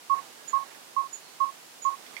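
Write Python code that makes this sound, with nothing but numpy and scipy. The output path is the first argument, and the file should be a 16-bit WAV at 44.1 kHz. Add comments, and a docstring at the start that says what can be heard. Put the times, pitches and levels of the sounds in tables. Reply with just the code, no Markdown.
"""In a wood, leaves and distant air make a soft hiss, and faint whistles come from far off.
A tinkerbird on a branch gives five short, nearly pure hoots in a steady rhythm; reflection from the
trees sends each one back. Another small bird adds thin, high chirps, and near the end a few ticks
ring the damped modes of wood. All this is in the right channel; the left carries only its own hiss."""
import sys
import numpy as np
from scipy import signal
from scipy.fft import rfft, irfft
from scipy.io import wavfile

SR = 44100
rng = np.random.default_rng(int(sys.argv[2]) if len(sys.argv) > 2 else 0)


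def unload_audio(sound):
    """Save the sound as a 16-bit wav file, at the path given as the first command line argument."""
    columns = np.transpose(np.atleast_2d(sound))
    # keep every value between -1 and 1, then stretch to whole-number steps
    steps = np.round(np.clip(columns, -1, 1) * 32767)
    wavfile.write(sys.argv[1], SR, steps.astype(np.int16))


N = 97020
TIME = np.arange(N) / SR
FREQS = np.maximum(np.arange(N // 2 + 1) * SR / N, 1)


def from_db(db):
    """Logarithmic level: 20 dB is a factor of ten in amplitude."""
    return 10 ** (np.asarray(db) / 20)


def noise(gains):
    """Spectral shaping: white noise weighted by a gain at each frequency, scaled to rms 1."""
    x = irfft(rfft(rng.standard_normal(N)) * gains, N)
    return x / np.std(x)


def colour(points):
    """Spectral envelope: gains interpolated between (frequency [Hz], level [dB]) points."""
    hz, db = np.transpose(points)
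    return from_db(np.interp(np.log(FREQS), np.log(hz), db))


def drift(rate_hz):
    """Random modulation: low-passed noise of rms 1."""
    return noise(1 / (1 + (FREQS / rate_hz) ** 2))


def band_noise(edges_hz, order=3):
    """Band-pass filtering: noise of rms 1 between two frequencies."""
    band = signal.butter(order, edges_hz, "band", fs=SR, output="sos")
    x = signal.sosfilt(band, rng.standard_normal(N))
    return x / np.std(x)


def swell(middle, length):
    """Gaussian envelope: 1 at the middle, 1/e half a length to either side."""
    return np.exp(-(2 * (TIME - middle) / length) ** 2)


def among_trees(direct, echoes, scatter_db, t60_s):
    """Reflection and scattering: trees add distinct echoes, leaves an exponentially dying tail."""
    age = TIME[:SR // 2]
    build_up = np.minimum(age / .015, 1)
    tail = rng.standard_normal(len(age)) * from_db(-60 * age / t60_s) * build_up
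    scattered = from_db(scatter_db) * signal.fftconvolve(direct, tail / np.linalg.norm(tail))[:N]
    reflected = sum(from_db(db) * np.interp(TIME - delay, TIME, direct, left=0) for delay, db in echoes)
    return direct + scattered + reflected


# Spectrum of the left channel's hiss: (frequency [Hz], relative density [dB])
HISS_SPECTRUM = [(30, -31), (60, -16), (110, -19), (200, -4.5), (400, -3), (1200, -1), (4000, -1),
                 (7000, -3), (11000, -6), (15500, -10.5)]

def hiss(level_db=-51.5, waver_db=0.33):
    """Noise floor: a broadband hiss whose level wavers slightly."""
    return from_db(level_db + waver_db * drift(6.7)) * noise(colour(HISS_SPECTRUM))


# Spectrum of leaves and distant air: (frequency [Hz], relative density [dB])
AIR_SPECTRUM = [(30, -43), (60, -34), (110, -10), (200, -2), (320, 1), (550, 1), (900, 2), (1600, -2.5),
                (3200, -4.5), (7000, -7), (11000, -11), (15500, -16)]
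# The background hiss rises and falls, notably around the first two hoots: (time [s], level [dB])
BACKGROUND_LEVELS = [(0, -49.5), (.1, -48.5), (.17, -45), (.23, -44.5), (.33, -47), (.43, -46.5),
                     (.52, -44), (.6, -46.5), (.72, -46), (.88, -48), (1.35, -47.5), (1.44, -46.5),
                     (1.7, -49), (1.95, -46), (2.08, -45), (2.2, -42)]

def background(treble_hz=3600, treble_share=0.46):
    """Amplitude modulation: the background hiss rises and falls, less so in the treble."""
    times, db = np.transpose(BACKGROUND_LEVELS)
    level = np.interp(TIME, times, db)
    rise_db = level - level.mean()
    broadband = noise(colour(AIR_SPECTRUM))
    low = irfft(rfft(broadband) / (1 + (FREQS / treble_hz) ** 2), N)
    treble = broadband - low
    return from_db(level.mean()) * (low * from_db(rise_db) + treble * from_db(treble_share * rise_db))


# Swells of mid-pitched hiss: (middle time [s], length [s], level [dB])
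HISS_SWELLS = [(0.174, 0.084, -53.5), (0.527, 0.028, -53.5), (0.72, 0.16, -56.5), (2.07, 0.064, -57.5)]

def hiss_swells(flutter_db=5.5):
    """Random amplitude modulation: brief, fluttering swells of mid-pitched hiss."""
    mid_hiss = band_noise(edges_hz=(1400, 2290), order=2)
    envelope = sum(from_db(db) * swell(middle, length) for middle, length, db in HISS_SWELLS)
    return envelope * from_db(flutter_db * drift(80)) * mid_hiss


# Distant calls: (middle time [s], length [s], frequency [Hz], bandwidth [Hz], level [dB])
FAR_WHISTLES = [(0.536, 0.4, 1644, 49.7, -56), (1.27, 0.17, 4270, 420, -55.5)]

def far_whistles():
    """Narrow-band noise has a pitch: faint whistles, blurred by distance into swells."""
    out = 0
    for middle, length, hz, width, db in FAR_WHISTLES:
        peak = 1 / (1 + (2 * (FREQS - hz) / width) ** 2)
        out += from_db(db) * swell(middle, length) * noise(peak)
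    return out


# Taps on wood: (time [s], drive level [dB], spectral tilt [dB/octave])
TAPS = [(2.0641, -35, 25), (2.09, -50, -3), (2.1660, -17, 2)]
# Modes of the wood: (frequency [Hz], gain [dB], time to decay by 60 dB [s])
WOOD_MODES = [(2147, 9, 0.011), (2326, -8, 0.038), (3300, 1.5, 0.006), (4480, -4, 0.0072),
              (5600, -6, 0.0065)]
# Reflection of each tap: (delay [s], gain [dB])
TAP_REFLECTIONS = [(0.0114, -11)]

def ticks(contact_s=0.0019, tilt_limit_hz=3220):
    """Modal ringing: each tap excites the same damped modes; a sharper tap favours the upper ones."""
    lowest_hz = WOOD_MODES[0][0]
    out = 0
    for start, db, tilt in TAPS:
        age = np.maximum(TIME - start, 0)
        contact = 1 - np.exp(-(age / contact_s) ** 2)
        for hz, mode_db, t60 in WOOD_MODES:
            lift_db = tilt * np.log2(min(hz, tilt_limit_hz) / lowest_hz)
            decay = from_db(db + mode_db + lift_db - 60 * age / t60)
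            out += contact * decay * np.sin(2 * np.pi * hz * age)
    return among_trees(out, TAP_REFLECTIONS, scatter_db=-9, t60_s=0.25)


def note(start, hold, hz, db, attack_s, sag_db_per_s, scoop_hz, scoop_s, fade_s, waver_hz, shimmer_db):
    """Amplitude and frequency modulation: envelope and phase of a note that scoops up, holds, closes."""
    age = np.maximum(TIME - start, 0)
    pitch = hz - scoop_hz * np.exp(-age / scoop_s) + waver_hz * drift(61)
    level = db - sag_db_per_s * np.minimum(age, hold) + shimmer_db * drift(34)
    opening = 1 - np.exp(-(age / attack_s) ** 2)
    closing = np.exp(-(np.maximum(age - hold, 0) / fade_s) ** 2)
    phase = 2 * np.pi * np.cumsum(pitch * (age > 0)) / SR
    return from_db(level) * opening * closing, phase


def blip(end, phase, lag_s, width_s, gain_db, drop_hz, fall_hz_per_s):
    """Linear frequency sweep: a brief tone just after a note, sliding down in pitch."""
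    t = TIME - end - lag_s
    phase_lag = 2 * np.pi * t * (drop_hz + fall_hz_per_s * t / 2)
    return from_db(gain_db) * np.exp(-(t / width_s) ** 2) * np.cos(phase - phase_lag)


CHIRP_SHAPE = dict(scoop_hz=40, scoop_s=0.0048, fade_s=0.0049, waver_hz=15, shimmer_db=0.2)
CHIRP_BLIP = dict(lag_s=0.0065, width_s=0.0024, gain_db=0.5, drop_hz=163, fall_hz_per_s=69000)
# The small bird's notes: (time [s], hold [s], frequency [Hz], level [dB], attack [s], sag [dB/s])
CHIRP_NOTES = [(0.471, .018, 6955, -29, 0.0099, 0), (1.125, .027, 6965, -30.5, 0.0046, 40),
               (1.817, 0.0206, 6880, -30.5, 0.0063, 60)]
# Their reflections from the trees: (delay [s], gain [dB])
CHIRP_REFLECTIONS = [(0.0105, -15), (.0290, -17)]

def small_bird():
    """Frequency-modulated pure tones: thin chirps, each ending in a quick downward blip."""
    out = 0
    for start, hold, hz, db, attack, sag in CHIRP_NOTES:
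        envelope, phase = note(start, hold, hz, db, attack, sag, **CHIRP_SHAPE)
        out += envelope * np.sin(phase) + from_db(db) * blip(start + hold, phase, **CHIRP_BLIP)
    return among_trees(out, CHIRP_REFLECTIONS, scatter_db=-4.5, t60_s=0.12)


HOOT_SHAPE = dict(scoop_hz=120, scoop_s=0.0023, fade_s=0.013, waver_hz=5.1, shimmer_db=0.67)
# A brief blip just after each hoot, as its echo begins
ECHO_BLIP = dict(lag_s=0.018, width_s=0.0034, gain_db=-10, drop_hz=35, fall_hz_per_s=6000)
BURST_DB, BURST_LAG_S, BURST_S = -31, 0.019, 0.031   # soft noise near the hoot's pitch, just after it
# The tinkerbird's notes:
# (time [s], hold [s], frequency [Hz], level [dB], attack [s], sag [dB/s], wash level [dB])
HOOT_NOTES = [(0.0952, 0.04, 1097, -15, 0.0052, -42, -46.5), (.5280, .042, 1090, -14.5, 0.0065, 12, -44.5),
              (.9620, 0.044, 1084, -15, 0.005, 66, -57), (1.3989, 0.04, 1091, -13.5, 0.0067, 44, -61),
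              (1.847, 0.038, 1088, -14, .0068, 59, -61)]
# Their reflection from the trees: (delay [s], gain [dB])
HOOT_REFLECTIONS = [(.05485, -12.7)]

def tinkerbird(octave_db=-43.5, noise_db=-39, wash_t60_s=0.67):
    """Nearly sinusoidal oscillation: hoots, each followed by soft noise, an echo and a dull wash."""
    near_noise = band_noise(edges_hz=(798, 1243))
    wash = band_noise(edges_hz=(693, 950))
    hoots, blips, wash_envelope = 0, 0, 0
    for start, hold, hz, db, attack, sag, wash_db in HOOT_NOTES:
        envelope, phase = note(start, hold, hz, db, attack, sag, **HOOT_SHAPE)
        tone = envelope * (np.sin(phase) + from_db(octave_db) * np.sin(2 * phase))
        after = TIME - start - hold
        burst = from_db(db + BURST_DB) * np.exp(-((after - BURST_LAG_S) / BURST_S) ** 2)
        hoots += tone + near_noise * (from_db(noise_db) * envelope + burst)
        blips += from_db(db) * blip(start + hold, phase, **ECHO_BLIP)
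        wash_onset = np.clip(after / BURST_S, 0, 1)
        wash_envelope += wash_onset * from_db(wash_db - 60 * np.abs(after) / wash_t60_s)
    echoing = among_trees(hoots, HOOT_REFLECTIONS, scatter_db=-28, t60_s=0.27)
    return echoing + blips + wash_envelope * wash


def scene():
    """Superposition: the sounds of the wood add up on the right; the left is plain hiss."""
    right = background() + hiss_swells() + far_whistles() + ticks() + small_bird() + tinkerbird()
    return np.array([hiss(), right])


def record(dry, cutoff_hz=15800):
    """Band limiting: an elliptic low-pass filter cuts the top steeply."""
    return signal.sosfilt(signal.ellip(12, .1, 80, cutoff_hz, fs=SR, output="sos"), dry)


dry = scene()
out = record(dry)
unload_audio(out)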